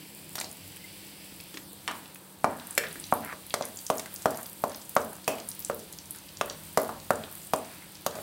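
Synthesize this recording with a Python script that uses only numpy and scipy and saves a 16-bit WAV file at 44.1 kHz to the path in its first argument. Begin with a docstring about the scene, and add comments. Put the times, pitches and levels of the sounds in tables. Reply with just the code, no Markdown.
"""In a small hard kitchen, a wooden spatula knocks and scrapes a thick metal pan close to a phone.
Each knock is a few short pings and a spray of noise, which also set the pan and the room ringing.
Nuts tick and fat spits as short noise bursts; scrapes are dense random slips, and a thin whistle is a sine.
Behind them, shaped noise makes the sizzle, the gas flame, the rumble and the room tone; an appliance hums."""
import sys
import numpy as np
from scipy import signal
from scipy.fft import rfft, irfft, next_fast_len
from scipy.io import wavfile
from scipy.ndimage import uniform_filter1d, map_coordinates

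SR = 44100
rng = np.random.default_rng(int(sys.argv[2]) if len(sys.argv) > 2 else 0)


def store_pcm(level_fs):
    """Save levels as 16-bit WAV."""
    pcm = np.round(np.clip(level_fs, -1, 1) * 32767).astype(np.int16)
    wavfile.write(sys.argv[1], SR, np.atleast_2d(pcm).T)


N = 362502  # length of the scene in samples


def undb(db):
    """Turn decibels into a plain multiplier."""
    return 10 ** (np.asarray(db) / 20)


def level(x, db):
    """Scale a sound to an average (RMS) level in dB."""
    return x * undb(db) / np.sqrt(np.mean(x ** 2))


def colour(x, spectrum):
    """Make some pitches of a sound louder than others, following (Hz, dB) points."""
    points_hz, points_db = np.transpose(spectrum)
    size = next_fast_len(len(x))
    hz = np.maximum(np.arange(size // 2 + 1) * SR / size, 1)
    gain = undb(np.interp(np.log(hz), np.log(points_hz), points_db))
    return irfft(rfft(x, size) * gain, size)[:len(x)]


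def coloured_noise(spectrum, db):
    """Steady noise with a given spectrum and average level."""
    return level(colour(rng.standard_normal(N), spectrum), db)


def band(x, lo_hz, hi_hz, order=2):
    """Keep only the part of a sound between two frequencies."""
    edges_hz = [lo_hz, min(hi_hz, .45 * SR)]
    return signal.sosfilt(signal.butter(order, edges_hz, "bandpass", fs=SR, output="sos"), x)


def walk(rate):
    """A slow random drift with a spread near 1: held random steps, `rate` per second, smoothed twice."""
    hold = int(SR / rate)
    steps = np.repeat(rng.standard_normal(N // hold + 1), hold)
    smooth = uniform_filter1d(uniform_filter1d(steps, hold), hold)
    return 1.474 * smooth[:N]  # makes up for the spread lost in smoothing


def add(track, s, sound, peak_db):
    """Place a short sound at a time and peak level."""
    i = int(s * SR)
    part = sound[:N - i] / np.max(np.abs(sound))
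    track[i:i + len(part)] += undb(peak_db) * part


def ping(hz, turns):
    """A push that swells and dies within a few cycles; more turns ring longer."""
    cycles = np.arange(1024) / SR * hz
    return -np.sin(2 * np.pi * cycles) * cycles ** 1.18 * np.exp(-cycles / turns)


def burst(lo_hz, hi_hz, t60):
    """A short spray of noise that falls 60 dB in t60 seconds, kept inside a band."""
    t = np.arange(2048) / SR
    fading_noise = rng.standard_normal(2048) * 1000 ** (-t / max(t60, .002))
    return band(fading_noise, lo_hz, hi_hz)


# The quiet room tone's spectrum: (frequency [Hz], relative level [dB per Hz])
AIR_SPECTRUM = [(82, -33), (140, -4), (222, -17.5), (299, -2.5), (403, -13), (550, -11), (673, -15.5),
                (958, -12), (1040, -17), (1800, -20.5), (2340, -53), (3960, -120)]
AIR_DB = -55.5


def room_tone():
    """Soft noise of the room, with a level that drifts slightly."""
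    return coloured_noise(AIR_SPECTRUM, AIR_DB) * undb(0.37 * walk(3.33))


# The low rumble's spectrum: (frequency [Hz], relative level [dB per Hz])
RUMBLE_SPECTRUM = [(20, -15.5), (40, -11.5), (75, -9), (100, 0), (125, -25), (160, 1), (220, -28)]


def rumble(db):
    """Low noise that comes and goes."""
    return coloured_noise(RUMBLE_SPECTRUM, 0.6) * undb(db + 0.84 * walk(8.3))


HUM_HZ, HUM_WIDTH_HZ, HUM_DB = 195, 5, -60  # middle pitch, spread of its wobble, average level


def appliance_hum():
    """One low tone whose pitch and level both waver."""
    pitch_hz = HUM_HZ + HUM_WIDTH_HZ * walk(11)
    tone = np.sin(2 * np.pi * np.cumsum(pitch_hz) / SR)
    return level(undb(0.7 * walk(7.0)) * tone, HUM_DB)


# The gas flame's spectrum: (frequency [Hz], relative level [dB per Hz])
FLAME_SPECTRUM = [(900, -12.5), (1450, -8), (2050, -2.5), (2750, -0.5), (3600, 0), (4200, -1), (4800, -1),
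                  (5500, -7), (6400, -5.5), (8000, -56)]


def gas_flame(db):
    """Burning gas hisses: coloured noise with a quick, small flutter in level."""
    return coloured_noise(FLAME_SPECTRUM, .6) * undb(db + .6 * walk(20))


# The hot fat's spectrum: (frequency [Hz], relative level [dB per Hz])
SIZZLE_SPECTRUM = [(3530, -25), (6000, -18.5), (7630, 0.5), (8840, 3), (10300, 0), (11600, -0.5),
                   (13600, 0), (15600, -1)]


def sizzle(db, spits_per_s=260, scatter_db=5.0, spits_db=-5):
    """Hot fat makes a fine even fizz, plus scattered spits of very uneven size."""
    fizz = coloured_noise(SIZZLE_SPECTRUM, 0) * undb(1.16 * walk(34))
    sizes = undb(scatter_db * np.minimum(rng.exponential(size=N), 4.5))
    spits = (rng.random(N) < spits_per_s / SR) * sizes
    spits = uniform_filter1d(spits, size=40) * rng.standard_normal(N)  # each spit lasts 40 samples
    return undb(db) * (fizz + level(colour(spits, SIZZLE_SPECTRUM), spits_db))


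# The blade, resting and then lifted, reflects the background:
# (time [s], lowest notch [Hz], reflected share [0-1])
BLADE_MIRROR = [(0, 1250, 0.25), (1.45, 1270, 0.2), (1.52, 1270, 0), (1.55, 3800, 0), (1.6, 3300, 0.4),
                (1.66, 2500, .42), (1.73, 1850, .42), (1.82, 2300, 0)]


def mirrored(background):
    """A moving reflection adds a late copy, which sweeps a comb of notches through the hiss."""
    points_s, points_hz, points_share = np.transpose(BLADE_MIRROR)
    i = np.arange(N)
    share = np.clip(np.interp(i / SR, points_s, points_share), 0, 1)
    notch_hz = np.interp(i / SR, points_s, points_hz)
    delay = SR / 2 / notch_hz  # half a cycle late, in samples, cancels the notch pitch
    late = map_coordinates(background, [i - delay], order=3)
    return (background + share * late) / np.sqrt(1 + share ** 2)


# How the room answers in each range: (frequency [Hz], time to fall 60 dB [s], relative level [dB])
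ROOM_TAIL = [(90, 0.53, 2), (168, 1, -18.5), (309, 0.38, 11.5), (570, 0.43, -6), (1090, 0.39, -2.5),
             (1660, 0.2, 2), (2820, 0.31, 3), (7240, 0.25, 1.5)]
ROOM_DB = -15  # shift of the whole tail
ECHO_S, ECHO_DB = .0143, -3  # the one clear reflection


def room(x, build_s=0.00033):
    """One clear reflection in a dense tail, each band fading at its own rate; each call is another spot."""
    t = np.arange(int(.7 * SR)) / SR
    points_hz, points_t60, points_db = np.transpose(ROOM_TAIL)
    tail = 0
    for hz in 90 * 2 ** np.arange(0, 8, .5):  # half-octave bands
        db = np.interp(np.log(hz), np.log(points_hz), points_db)
        t60 = np.interp(np.log(hz), np.log(points_hz), points_t60)
        noise = band(rng.standard_normal(len(t)), hz / 2 ** .25, hz * 2 ** .25)
        tail = tail + undb(db) * 1000 ** (-t / t60) * noise
    tail = undb(ROOM_DB) * tail * (1 - np.exp(-t / build_s))
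    tail[int(ECHO_S * SR)] += undb(ECHO_DB)
    return signal.fftconvolve(x, tail)[:N]


# A thin whistle: (middle time [s], frequency [Hz], peak level [dB], length [s])
SQUEAKS = [(.775, 1960, -62, .03), (.81, 2050, -56, .05), (.848, 2080, -41.5, 0.025)]


def squeak():
    """Short soft sine tones that swell and fade."""
    out = np.zeros(N)
    for s, hz, db, length in SQUEAKS:
        t = np.arange(int(length * SR)) / SR
        add(out, s - length / 2, np.hanning(len(t)) * np.sin(2 * np.pi * hz * t), db)
    return out


# Nuts ticking and fat spitting: (time [s], peak level [dB], centre [Hz], width [octaves])
LOUD_TICKS = [(0.388, -24, 4540, 0.48), (0.4007, -20, 7600, 0.87), (0.444, -26.5, 4770, 0.64),
              (0.514, -31, 9050, 0.8), (1.402, -31.5, 3230, 0.8), (2.0577, -37, 3180, 0.96),
              (2.146, -30, 11560, 1), (2.598, -33, 4170, 1), (2.67, -29, 11600, 0.8),
              (2.7082, -23.5, 9060, 0.32), (2.7287, -35, 8050, 0.8), (2.7515, -27, 9150, 0.47),
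              (2.8693, -32, 3880, 0.45), (2.9113, -32.5, 3670, 0.69), (2.928, -27.5, 10100, 0.56),
              (2.9404, -38, 9320, 0.8), (2.9994, -23, 9200, 0.37), (3.04, -25, 4660, 0.83),
              (3.067, -33, 7420, 0.8), (3.1383, -18, 10900, 0.5), (3.248, -20, 11600, 1),
              (3.466, -27.5, 10640, 0.61), (3.498, -31, 12100, 0.95), (3.5064, -25, 3320, 0.86),
              (3.6235, -23.5, 5100, 1), (3.6531, -21, 9500, 0.76), (3.772, -26.5, 7260, 0.31),
              (3.789, -29, 6270, 0.99), (3.813, -32, 9700, 0.8), (3.8661, -20, 7000, 0.8),
              (3.9724, -22.5, 12500, 0.8), (3.982, -20.5, 7300, 0.84), (4.141, -22, 13300, 0.55),
              (4.1609, -23.5, 7260, 0.96), (4.221, -29, 8200, 0.8), (4.3066, -24.5, 9600, 1),
              (4.359, -29, 13200, 1), (4.373, -25.5, 9500, 0.99), (4.4119, -27, 14900, 0.8),
              (4.4303, -26, 10900, 0.8), (4.4643, -24, 14600, 0.66), (4.4972, -27, 12000, 0.89),
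              (4.6204, -32, 12100, 0.43), (4.696, -30, 8440, 1), (4.7465, -27, 4350, 0.71),
              (4.7601, -26.5, 12900, 0.52), (4.8584, -36, 7880, 0.92), (4.894, -23, 13200, 1),
              (4.9107, -35, 13530, 0.97), (5.017, -32, 7980, 1), (5.0479, -27, 12100, 0.8),
              (5.1313, -28, 9540, 0.74), (5.4004, -28.5, 5140, 0.8), (5.475, -34, 11600, 0.8),
              (5.4884, -18.5, 10300, 0.42), (5.4924, -29, 11000, 0.8), (5.5054, -28, 12700, 0.8),
              (5.5157, -24.5, 5840, 1), (5.55, -28, 11800, 0.8), (5.593, -19, 14570, 0.72),
              (5.6024, -23, 13300, 0.8), (5.609, -35, 12000, 0.89), (5.6483, -18.5, 7470, 1),
              (5.746, -22, 13500, 0.8), (5.9262, -29, 10300, 0.72), (5.987, -27.5, 5950, 1),
              (6.0571, -34, 8300, 0.8), (6.1078, -23, 10500, 0.43), (6.16, -31, 10600, 0.8),
              (6.371, -28.5, 5950, 0.8), (6.4594, -25, 11100, 0.8), (6.4985, -22, 4620, 1),
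              (6.6506, -32, 11100, 0.7), (6.689, -37, 13900, 0.8), (6.7355, -32, 12600, 0.74),
              (6.7984, -27, 10300, 0.96), (6.817, -20.5, 12700, 1), (6.8324, -25, 13500, 0.8),
              (6.8794, -29, 9970, 1), (7.1567, -26, 8170, 0.61), (7.2376, -27, 3440, 1),
              (7.3134, -30, 13700, 0.8), (7.3254, -27, 11900, 0.63), (7.3527, -26, 12200, 1),
              (7.47, -31.5, 9880, 0.49), (7.561, -25, 9100, 0.44), (7.9533, -34, 4610, 0.96),
              (4.9526, -19, 13000, 0.71)]
TICK_T60_S = .010
STIR_S, STIR_TICKS_PER_S, STIR_TICK_DB = 3.2, 12, -36  # fainter ticks: start, rate, middle peak level


def nuts(count=100):
    """The loud ticks, each a burst in its own band, and fainter ones at random while the blade stirs."""
    out = np.zeros(N)
    ticks = list(LOUD_TICKS)
    gap, size, pitch = rng.random((count, 3)).T
    times = STIR_S - np.cumsum(np.log(1 - gap)) / STIR_TICKS_PER_S
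    for s, a, b in zip(times, size, pitch):
        if s < N / SR:
            ticks.append((s, STIR_TICK_DB + 8 * (a - .5), 4000 * 4.2 ** b, .9))
    for s, db, hz, octaves in ticks:
        half = 2 ** (max(octaves, .15) / 2)  # from the centre to either edge, as a ratio
        add(out, s, burst(min(hz, 15000) / half, hz * half, TICK_T60_S), db)
    return out


# The blade dragging over metal and nuts after a blow:
# (start time [s], length [s], level at start [dB], change over the stroke [dB], centre [Hz])
STROKES = [(1.89, 0.28, -46.5, -26, 1290), (2.476, 0.31, -42.5, -18, 1160), (2.802, 0.21, -40.5, -27, 1670),
           (3.204, 0.14, -50, 12, 1430), (3.613, 0.19, -41.5, -33, 1450), (3.923, 0.37, -46, -25, 1240),
           (4.3, 0.25, -42, -24.5, 1200), (4.67, 0.22, -47, -22, 1260), (5.013, .23, -46, -16, 1060),
           (5.31, 0.25, -48, -20.5, 1410), (6.457, 0.21, -47, -20, 1280), (6.82, 0.21, -38.5, -34, 1070),
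           (7.16, 0.25, -46, -16, 1170), (7.58, 0.34, -53, -10, 1680), (8.105, 0.11, -49.5, -5, 1200)]


def scrape(slips_per_s=2400, scatter_db=2.6, spread=1.55, patchy_db=1.2):
    """Dense uneven slips of wood on metal; each stroke has its colour and mostly dies as the blade slows."""
    sizes = undb(scatter_db * rng.exponential(size=N))
    slips = (rng.random(N) < slips_per_s / SR) * sizes * rng.standard_normal(N)
    out, patchy = np.zeros(N), undb(patchy_db * walk(30))
    for s, length, db, change_db, hz in STROKES:
        i, j = int(s * SR), min(int((s + length) * SR), N)
        rub = level(band(slips[i:j], hz / spread, hz * spread, order=3), 0)
        fade = undb(db + change_db * np.linspace(0, 1, j - i))
        out[i:j] += rub * fade * signal.windows.tukey(j - i, .3)  # soft start and end
    return out * patchy


# The notes at which the pan rings: (frequency [Hz], relative level [dB], time to fall 60 dB [s])
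PAN_NOTES = [(258, -9, .35), (286, -6, .45), (460, -3, .3), (490, -6, .25), (537, -3, .3), (577, -6, .3),
             (632, -3, .35), (775, -7, .22), (900, -8, .25), (1053, -5, .3), (1340, -7, .3),
             (1650, -11, .25), (1740, -8, .3), (1850, -10, .25), (2280, -10, .2), (2480, -10, .2),
             (2950, -11, .18), (3430, -14, .15), (3920, -13, .15)]


def pan(push, ring_db=-39, spot_db=4.0):
    """The pan's modes, damped by the fat and the grate; each spot wakes them in its own random mix."""
    t = np.arange(SR // 2) / SR
    phases = rng.uniform(0, 2 * np.pi, len(PAN_NOTES))
    mixes_db = spot_db * rng.standard_normal(len(PAN_NOTES))
    ring = 0
    for (hz, db, t60), phase, mix_db in zip(PAN_NOTES, phases, mixes_db):
        ring = ring + undb(db + mix_db) * np.sin(2 * np.pi * hz * t + phase) * 1000 ** (-t / t60)
    return undb(ring_db) * signal.fftconvolve(push, ring)[:N]


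# Blows on the pan: (time [s], blade peak level [dB], blade note [Hz], thud over blade [dB], thud pitch [Hz],
# bite pitch [Hz], bite over blade [dB], crack pitch that sets its band [Hz], crack over blade [dB],
# share sent to the ringing [dB])
BLOWS = [(0.3546, -37.5, 1570, 3.5, 795, 2120, -2, 9380, 15.5, -12.5),
         (0.3815, -28.5, 1510, -4, 800, 3080, -4, 4560, 2, -12),
         (0.4115, -26.5, 2040, -5.5, 720, 2350, 1, 7540, 6, -16),
         (0.4404, -47.5, 990, 14, 730, 2940, -5, 4770, 7, -12),
         (0.7672, -41.5, 1950, -15, 544, 3100, 2, 4800, -4, -15),
         (1.3212, -51.5, 1930, 11, 303, 3200, 4, 4520, 2, -34),
         (1.5422, -44.5, 1790, 1.5, 305, 3320, 9, 4590, 13, -13.5),
         (1.5721, -34, 1690, -19, 305, 2290, -2, 4080, 7.5, -20),
         (1.8779, -19, 1860, -9, 845, 3040, -1, 6020, -2, -14),
         (1.8844, -20.5, 1053, -19, 899, 2180, -21, 4100, -25, -9),
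         (1.9115, -25.5, 1320, -2.5, 770, 2510, -19, 6130, -7, -18),
         (1.954, -38, 1290, -2, 754, 2690, -10, 4070, -2, -10),
         (2.158, -42.5, 1360, -24, 310, 2540, 6.5, 8210, 3, -23),
         (2.4433, -10.5, 1134, 2, 710, 2350, -16, 7400, -12, -17),
         (2.778, -9.5, 1780, -9.5, 526, 2350, -2.5, 8700, 0.5, -17),
         (2.8376, -22, 1730, -13, 534, 2250, -20, 4130, -9.5, -9.5),
         (2.9567, -29, 1710, -11.5, 298, 2050, -19, 9860, -10, -17),
         (3.1246, -10.5, 1104, 2.5, 713, 2350, -20.5, 10800, -18, -19),
         (3.327, -29, 1094, -12, 520, 2030, -15, 4000, -7, -12.5),
         (3.5405, -18, 1180, 0, 590, 2110, -7, 6600, 4.5, -18.5),
         (3.6097, -26.5, 1054, 8, 635, 2410, -12, 4800, -3, -19.5),
         (3.901, -13.5, 1073, 2, 627, 2980, -12, 8250, -7, -18),
         (3.9953, -39, 1150, 1, 375, 3010, -3, 6950, 17, -19),
         (4.0588, -31, 1630, -20, 635, 2080, -2, 8190, 0, -20),
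         (4.2571, -12.5, 1280, 4.5, 662, 2510, -23, 9200, -9, -18),
         (4.6385, -14.5, 1020, 1.5, 627, 2550, -18, 11900, -12.5, -19.5),
         (4.9652, -8, 1166, -1.5, 607, 2200, -19, 4500, -11.5, -18),
         (5.2784, -21, 1020, 5.5, 657, 2570, 3.5, 12100, 9.5, -12.5),
         (5.3834, -39.5, 1210, 7, 550, 2960, 4, 4190, 5.5, -17.5),
         (5.6986, -19.5, 1240, 2.5, 532, 2490, -21, 10500, -7.5, -18),
         (6.1479, -39.5, 1490, -24, 310, 3730, -7, 10600, 4, -10),
         (6.4117, -14, 1166, -3, 580, 2600, -4.5, 5900, -4, -19.5),
         (6.5086, -35.5, 1380, 3, 553, 2470, -14, 5040, -6, -17),
         (6.774, -12, 1106, 2.5, 607, 2050, -10, 9160, -3, -16),
         (6.8921, -23.5, 1110, -1, 730, 2050, -22, 11700, -10, -12.5),
         (7.1057, -10.5, 1310, 1.5, 620, 2600, -17.5, 8360, -9, -19),
         (7.5353, -13, 1044, 1.5, 650, 2450, -13, 9100, -5.5, -18),
         (7.8216, -38, 2100, -19, 292, 2090, -5, 4120, -8, -17),
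         (8.064, -18, 1150, 1.5, 600, 2990, -5.5, 9140, 3, -19),
         (8.1534, -37, 1120, 3, 650, 2550, -10, 8350, 3.5, -7.5),
         (8.1868, -37, 1410, 8.5, 610, 2110, -5, 9890, -7, -15)]
JOLT_DB, HIGH_RING_DB = -14, -4.5  # stove jolt relative to the thud; the high parts ring a little less
NOTE_TURNS, NOTE_DB = 3.5, -11  # blade and edge ring on briefly: decay in cycles, level under their pings


def spatula(thud_turns=0.53, blade_turns=0.43, bite_turns=0.46, crack_t60=0.028, stove_hz=235):
    """Each blow: thud, woody blade note, bite and crack of the edge, a stove jolt, and the push that rings on."""
    direct, push = np.zeros(N), np.zeros((3, N))
    for k, blow in enumerate(BLOWS):
        s, db, blade_hz, thud_db, thud_hz, bite_hz, bite_db, crack_hz, crack_db, ring_db = blow
        crack = burst(crack_hz / 3.64, crack_hz * 1.58, crack_t60)
        # (sound, level relative to the blade [dB], extra change in the ringing [dB])
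        parts = ((ping(stove_hz, 0.39), thud_db + JOLT_DB, 0),
                 (ping(thud_hz, thud_turns), thud_db, 0),
                 (-ping(blade_hz, blade_turns), 0, HIGH_RING_DB),
                 (ping(bite_hz, bite_turns), bite_db, HIGH_RING_DB),
                 (ping(blade_hz, NOTE_TURNS), NOTE_DB, -4),
                 (ping(bite_hz, NOTE_TURNS), bite_db + NOTE_DB, -8),
                 (crack, crack_db, -8))
        spot = push[k % len(push)]  # blows land on three spots in turn
        for sound, rel_db, ring_change_db in parts:
            add(direct, s, sound, db + rel_db)
            add(spot, s, sound, db + rel_db + ring_db + ring_change_db)
    return direct, push


# How loud the background is over time, before small random drifts (rumble and flame play 0.6 dB higher;
# the sizzle level is that of its fizz):
# (time [s], rumble level [dB], flame hiss level [dB], sizzle level [dB])
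BACKGROUND_LEVELS = [(0.0, -64, -54, -51), (0.34, -56, -55, -50), (1.08, -60, -52.5, -51),
                     (1.44, -59, -54.5, -51), (1.72, -57, -57.5, -51.5), (2.04, -57.5, -56.5, -52),
                     (2.17, -61.5, -60.5, -54), (2.47, -58, -60, -53), (2.63, -55, -55, -51),
                     (2.93, -55, -53, -48.5), (3.09, -54, -53.5, -48), (3.36, -55.5, -56.5, -52.5),
                     (3.84, -58, -55.5, -48), (4.14, -56, -54.5, -49), (4.67, -58.5, -56, -50),
                     (5.59, -55, -55.5, -52), (5.79, -56, -56.5, -51.5), (6.39, -55.5, -56.5, -53.5),
                     (6.64, -52.5, -55, -49.5), (7.0, -50, -57.5, -53.5), (7.46, -56, -56, -48.5),
                     (7.81, -56.5, -55, -51.5), (8.06, -58, -57, -54.5), (8.22, -52, -53, -47)]


def scene():
    """Add the cooking, the pan and room ringing, and the background at one microphone."""
    s, *columns = np.transpose(BACKGROUND_LEVELS)
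    rumble_db, flame_db, sizzle_db = (np.interp(np.arange(N) / SR, s, c) for c in columns)
    background = sizzle(sizzle_db) + rumble(rumble_db) + room_tone() + gas_flame(flame_db) + appliance_hum()
    direct, push = spatula()
    ticks = nuts()
    push[0] += undb(-21.0) * ticks  # ticks also wake the pan and the room a little
    ringing = sum(pan(spot) + room(spot) for spot in push)
    mono = direct + ticks + ringing + scrape() + squeak() + mirrored(background)
    return np.array([mono, mono])


MIC_LOW_HZ, TOP_HZ = 45, 15750  # the phone's lower and upper limits


def record(dry):
    """The phone drops the deep bass and cuts the top."""
    thin = signal.sosfilt(signal.butter(2, MIC_LOW_HZ, "highpass", fs=SR, output="sos"), dry)
    return signal.sosfilt(signal.ellip(8, .2, 70, TOP_HZ, fs=SR, output="sos"), thin)


dry = scene()
out = record(dry)
store_pcm(out)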